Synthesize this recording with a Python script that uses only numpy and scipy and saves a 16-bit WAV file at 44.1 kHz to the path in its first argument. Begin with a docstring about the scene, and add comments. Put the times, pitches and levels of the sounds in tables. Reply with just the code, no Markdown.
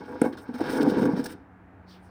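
"""Wicker armchair dragged over paving

Stick-slip clicks and jolts on slab edges excite the modes of a hollow chair frame, close to a phone.
Filtered random grains make the rasp of grit, and shaped noise a later scuff of shoe soles. A decaying
noise tail echoes them from a wall; shaped noise and wavering sines make open air and a far motor."""
import sys
import numpy as np
from scipy import signal
from scipy.fft import rfft, irfft, next_fast_len
from scipy.io import wavfile
from scipy.ndimage import uniform_filter1d

SR = 44100
rng = np.random.default_rng(int(sys.argv[2]) if len(sys.argv) > 2 else 0)


def pcm_store(signal):
    """Save signal as 16-bit PCM."""
    levels = np.round(np.clip(np.atleast_2d(signal), -1, 1) * 32767)
    wavfile.write(sys.argv[1], SR, levels.astype(np.int16).T)


def volts_from_db(level):
    """Convert decibel levels to linear amplitude ratios."""
    exponent = np.asarray(level, float) / 20
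    return 10 ** exponent


N = 92610

# modes of chair frame and weave: (nominal frequency [Hz], relative level [dB], T60 [s])
FRAME_MODES = [(135.1, -15.5, 0.29), (215, -9, 0.26), (259.3, 0, 0.11), (290, 1.5, 0.1), (325.5, -1, 0.079),
               (397.9, -8, 0.14), (466.6, -4.5, 0.089), (492, -9.5, 0.097), (643, -6, 0.03),
               (745, -16.5, .06), (825, -12, 0.092), (879, -15, 0.067), (960, -11.5, 0.084),
               (1140, -7, 0.019), (1453, -3.5, 0.011), (1580, -14.5, 0.047), (1993, -32, 0.035),
               (2178, -21.5, 0.057)]
MODE_HZ = np.array(FRAME_MODES)[:, 0]
# spectrum of grit under a sliding foot or sole: (frequency [Hz], relative density [dB per Hz])
GRIT_SPECTRUM = [(900, -7), (1500, 3.5), (2160, -6.5), (3800, -6.5), (5300, -7.5), (7000, -23.5),
                 (9200, -14), (11200, -27.5), (13400, -32.5), (15000, -14), (16000, -33)]


def level(x, db):
    """Root-mean-square scaling: bring a signal to an rms level in dB."""
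    return x * volts_from_db(db) / np.sqrt(np.mean(x ** 2))


def colour(x, table):
    """Linear filtering: weight the spectrum by (Hz, dB) points, then bring the rms to 1."""
    f, db = np.array(table).T
    size = next_fast_len(N)
    hz = np.maximum(np.arange(size // 2 + 1) * SR / size, 1)
    gain = volts_from_db(np.interp(np.log(hz), np.log(f), db))
    return level(irfft(rfft(x, size) * gain, size)[:N], 0)


def walk(rate):
    """Smoothed random modulation: levels held for 1 / rate s, slewed twice, with unit spread."""
    k = int(SR / rate)
    held = np.repeat(rng.standard_normal(N // k + 1), k)
    w = uniform_filter1d(uniform_filter1d(held, k), k)[:N]
    return w / w.std()


def clicks(rate, scatter_db):
    """Random impulse train: clicks of both signs and scattered size, at unit rms."""
    occurs = rng.random(N) < rate / SR
    size_db = scatter_db * np.minimum(rng.exponential(size=N), 3.5)
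    sign = np.sign(rng.standard_normal(N))
    return level(occurs * sign * volts_from_db(size_db), 0)


def high(x, hz):
    """Zero-phase high-pass filtering: keep what lies above hz without delay."""
    return signal.sosfiltfilt(signal.butter(4, hz, "high", fs=SR, output="sos"), x)


def control(column):
    """Time-varying excitation: one column of the drag, interpolated over time."""
    # course of the drag: (time [s], relative frame drive [dB], relative grit rasp [dB],
    # extra brightness of the rasp [dB])
    drag = np.array([(0, -33, -50.5, 7), (.05, -40.5, -57, -3.5), (0.139, -30, -57.5, -4),
                     (.205, -41, -54.5, -3.5), (0.253, -23, -48.5, 2), (.31, -44, -66, 5.5),
                     (.4, -40.5, -80.5, 25), (0.462, -41, -55.5, -2.5), (0.529, -44, -62.5, -4),
                     (0.558, -33.5, -56, 8), (0.578, -43, -53.5, 1), (.63, -29, -44.5, -0.5),
                     (.7, -27, -40.5, -2), (.8, -18, -41.5, -0.5), (0.881, -19, -44, -2.5),
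                     (1.0, -18.5, -42.5, 4), (1.099, -21.5, -47, -5.5), (1.151, -32, -47, 2),
                     (1.2, -27, -40.5, 3.5), (1.228, -30.5, -48, -4), (1.275, -34.5, -49, 6.5),
                     (1.329, -40.5, -48.5, 5.5), (1.368, -47.5, -73, 1), (1.55, -55.5, -99, 4.5)])
    return np.interp(np.arange(N) / SR, drag[:, 0], drag[:, column])


def ring(phases, gains_db, ratio):
    """Modal superposition: damped sines answer a tap, their phases and shares set by where it falls."""
    bloom_s = 0.00033
    t = np.arange(SR // 3) / SR
    out = np.zeros(len(t))
    for (hz, db, t60), phase, gain_db in zip(FRAME_MODES, phases, gains_db):
        decay = np.exp(-np.log(1000) * t / t60)
        out += volts_from_db(db + gain_db) * decay * np.sin(2 * np.pi * hz * ratio * t + phase)
    return (1 - np.exp(-t / bloom_s)) * out


def stick_slip():
    """Stick-slip friction: each foot slips on its own and keeps the frame rumbling and creaking."""
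    feet, weave_hz = 4, 600
    slips_per_s, catches_per_s, slip_scatter_db = 700, 270, 0.36  # rates for all feet together
    drive_db, judder_hz, judder_db = -6, 36.15, 2.5
    # creak of the weave against the frame rumble: (time [s], relative level [dB])
    creak = [(0, 3), (.23, 4), (.56, 5), (.6, 12.5), (.66, 3), (.9, -1)]
    creak_db = np.interp(np.arange(N) / SR, *np.array(creak).T)
    upper = MODE_HZ > weave_hz
    out = np.zeros(N)
    for _ in range(feet):
        p, g = rng.standard_normal((2, len(FRAME_MODES)))
        size = np.sqrt(feet * np.sum(ring(2 * np.pi * p, g, 1.) ** 2))
        for part, rate, part_db in ((~upper, slips_per_s, 0), (upper, catches_per_s, creak_db)):
            # -200 dB silences the modes outside this part
            body = ring(2 * np.pi * p, np.where(part, 1.78 * g, -200), 1 + 0.013 * p[0])
            force_db = control(column=1) + part_db + drive_db + judder_db * walk(judder_hz)
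            drive = clicks(rate / feet, slip_scatter_db) * volts_from_db(force_db)
            out += signal.fftconvolve(drive, body)[:N] / size
    return out


def jolts():
    """Impact excitation: feet catching on the paving knock the modes, which ring shorter than freely."""
    stiff_hz, stiff_db = 440, 7.5  # jolts favour the stiffer modes
    focus_db, focus_oct = 18.5, 0.16
    rise_share, push_s = 0.2, 0.00049  # rise as a share of the ring length; width of the push
    # catches on the paving: (time [s], peak before the radiation filter [dB], ring length [s],
    # favoured pitch before modal detuning [Hz])
    catches = [(0.216, -8, 0.0067, 290), (.2165, -13.5, 0.0092, 470), (.219, -18, 0.0087, 745),
               (0.2404, -16, 0.0071, 429), (.247, -24, 0.012, 830), (0.258, -16, 0.024, 277),
               (0.328, -30, 0.015, 326), (0.487, -23.5, 0.028, 269.4), (0.539, -26.5, 0.035, 262),
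               (0.594, -23.5, 0.031, 745), (0.608, -14.5, 0.021, 323.7), (0.693, -23, 0.014, 280),
               (0.731, -21, .02, 500), (0.794, -22, 0.039, 271), (0.824, -16.5, 0.025, 244),
               (.843, -16.5, 0.021, 237), (.86, -31, .07, 825), (0.869, -13, 0.023, 255),
               (.897, -21, 0.0079, 490), (0.924, -17.5, 0.0073, 268), (0.938, -25, 0.0079, 252),
               (0.967, -11, 0.015, 239.7), (.997, -15, 0.0059, 257), (1.018, -15.5, 0.008, 214),
               (1.055, -14, 0.014, 296), (1.087, -15.5, 0.024, 290), (1.131, -16.5, 0.013, 215),
               (1.173, -18.5, 0.0081, 216), (1.19, -16.5, 0.023, 276.5), (1.349, -34.5, 0.0056, 276)]
    out = np.zeros(N)
    spread = rng.standard_normal((len(catches), 2, len(FRAME_MODES)))
    for (s, db, length, hz), (p, g) in zip(catches, spread):
        focus = np.exp(-(np.log2(MODE_HZ / hz) / focus_oct) ** 2)
        gains_db = 1.1 * g + stiff_db * (MODE_HZ > stiff_hz) + focus_db * focus
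        knock = ring(0.31 * p, gains_db, 0.97)
        u = np.arange(len(knock)) / SR / length
        envelope = (1 - np.exp(-u / rise_share)) ** 2 * np.exp(-u ** 2)
        knock = np.convolve(knock * envelope, np.hanning(int(push_s * SR) + 3))
        i = int(s * SR)
        out[i:i + len(knock)] += volts_from_db(db) * knock[:N - i] / np.abs(knock).max()
    return out


def frame():
    """Radiation efficiency: the frame's slips and jolts reach the air with their lowest part cut."""
    radiates_hz = 106.5
    high_pass = signal.butter(3, radiates_hz, "high", fs=SR, output="sos")
    return signal.sosfilt(high_pass, stick_slip() + jolts())


def grains():
    """Granular noise: dense random clicks coloured by grit and by many small strand resonances."""
    grains_per_s, scatter_db = 6000, 2
    strand_hz, strand_db = 120, 3.5  # spacing and depth of the resonances
    hz = np.arange(strand_hz, SR / 2, strand_hz)
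    strands = np.c_[hz, strand_db * rng.standard_normal(len(hz))]
    return [colour(colour(clicks(grains_per_s, scatter_db), GRIT_SPECTRUM), strands) for _ in range(2)]


def grit():
    """Granular friction: crushed grains flicker apart in three bands, with thin sudden scrapes on top."""
    rasp_db, judder_db, judder_hz = -2.5, 2.5, 70.23
    # scrapes of grit or wicker: (time [s], relative level [dB], length [s], extra low rasp [dB])
    scrapes = [(0.214, -20, 0.003, -6), (0.325, -49.5, 0.027, 9.5), (0.37, -39.5, 0.034, 1),
               (0.476, -55, 0.024, -1), (0.538, -42, 0.023, 2.5), (0.579, -35.5, 0.019, -5),
               (0.603, -34, 0.018, 1), (0.658, -36, 0.021, 3), (0.745, -38, 0.013, 7),
               (0.807, -32, 0.023, 3.5), (0.827, -19, 0.0078, -5.5), (0.894, -34, 0.022, 0),
               (1.019, -36, 0.0082, -4), (1.051, -30.5, 0.011, -17), (1.164, -43, .012, -15),
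               (1.24, -19, 0.011, -15), (1.256, -19, 0.011, -8)]
    t, env, body = np.arange(N) / SR, np.zeros(N), np.zeros(N)
    for s, db, length, low_db in scrapes:
        u = np.maximum(t - s, 0)
        one = volts_from_db(db - 7.0) * (1 - np.exp(-u / 0.0022)) * np.exp(-(u / length) ** 2)
        env, body = np.hypot(env, one), np.hypot(body, one * volts_from_db(low_db))
    steady, sharp = grains()
    fine, finest = high(steady, 3940.0), high(steady, 6500)
    rasp = (steady - fine) * volts_from_db(2.57 * walk(46.35))
    rasp += (fine - finest) * volts_from_db(0.35 * walk(31.3))
    rasp += finest * volts_from_db(control(column=3) + 5.15 * walk(24.63))
    top = high(sharp, 5000.0)
    middle = high(sharp, 2270.0) - top
    low = sharp - high(sharp, 2060.0)
    thin = env * top + body * (middle + volts_from_db(-0.5) * low)
    pressure_db = control(column=2) + rasp_db + judder_db * walk(judder_hz)
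    return volts_from_db(pressure_db) * rasp + volts_from_db(1.7 * walk(150)) * thin


def tick():
    """Short contact impact: the hard foot cap clicks on stone at the big knock."""
    start_s, tick_db, fall_s = .2162, -18, 0.0014
    spectrum = [(400, -15), (1000, 8), (1900, 6), (3000, -12), (6500, -18), (9070, 0), (13000, -22)]
    u = np.maximum(np.arange(N) / SR - start_s, 0) / fall_s
    return volts_from_db(tick_db) * u * np.exp(-u) * colour(rng.standard_normal(N), spectrum)


def soles():
    """Sliding-friction noise: soft hiss of shoes on stone, duller as the slide slows."""
    # slides: (time [s], relative level [dB], rise [s], fall [s], first centre frequency [Hz])
    slides = [(1.901, -58.5, 0.022, 0.048, 4600), (2.049, -70.5, 0.035, 0.028, 8900)]
    t, out = np.arange(N) / SR, np.zeros(N)
    for s, db, rise, fall, hz in slides:
        # later layers are lower in pitch and weaker: (delay [s], share)
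        for late, share in ((0, 0.97), (.02, 0.74), (.05, 0.54)):
            env = np.exp(-((t - s - late) / np.where(t < s + late, rise, fall)) ** 2)
            centre = hz * share
            band = [(centre * 0.64, -16), (centre, 0), (centre * 1.7, -9), (11000, -14), (15000, -6)]
            hiss = colour(colour(rng.standard_normal(N), GRIT_SPECTRUM), band)
            out += volts_from_db(db) * share * env * hiss
    return out


def house_wall(near):
    """Exponential reverberation: a dull decaying noise tail is the echo of the house wall."""
    t60_s, wall_db, top_hz, gap_s = 0.25, -17.5, 2680, .008
    t = np.arange(SR // 2) / SR
    low_pass = signal.butter(1, top_hz, fs=SR, output="sos")
    tail = signal.sosfilt(low_pass, rng.standard_normal(len(t)))
    tail = tail * np.exp(-np.log(1000) * t / t60_s) * (t > gap_s)
    return volts_from_db(wall_db) * signal.fftconvolve(near, tail / np.sqrt(np.sum(tail ** 2)))[:N]


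def motor():
    """Harmonic series: the partials of a far motor waver in level, each on its own."""
    # partials: (frequency [Hz], rms level before wavering [dB])
    partials = [(91.5, -64), (183.0, -63), (274.5, -65)]
    t, out = np.arange(N) / SR, np.zeros(N)
    for hz, db in partials:
        tone = np.sin(2 * np.pi * (hz * t + rng.random()))
        out += np.sqrt(2) * volts_from_db(db + 4 * walk(12)) * tone
    return out


def open_air():
    """Broadband ambient noise: a soft wash whose level drifts a little."""
    # spectrum of the wash: (frequency [Hz], relative density [dB per Hz])
    wash = [(45, -20), (65, 0), (110, 1), (150, -15.5), (200, -7), (300, -10.5), (500, -18.5), (750, -9),
            (1000, -15), (1700, -17), (2500, -29), (3200, -39.5), (5000, -50), (7000, -53), (15000, -57)]
    return volts_from_db(-54 + 1.1 * walk(3.8)) * colour(rng.standard_normal(N), wash)


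def scene():
    """Linear superposition: chair and shoes, their wall echo and the background add up."""
    near = frame() + grit() + tick() + soles()
    return (near + house_wall(near) + motor() + open_air())[None]


def band_limit(x):
    """A steep low-pass at the top of the band."""
    return signal.sosfilt(signal.butter(12, 16960, fs=SR, output="sos"), x)


def record(dry):
    """Signal chain: the finished mix passes through the phone."""
    return band_limit(dry)


dry = scene()
out = record(dry)
pcm_store(out)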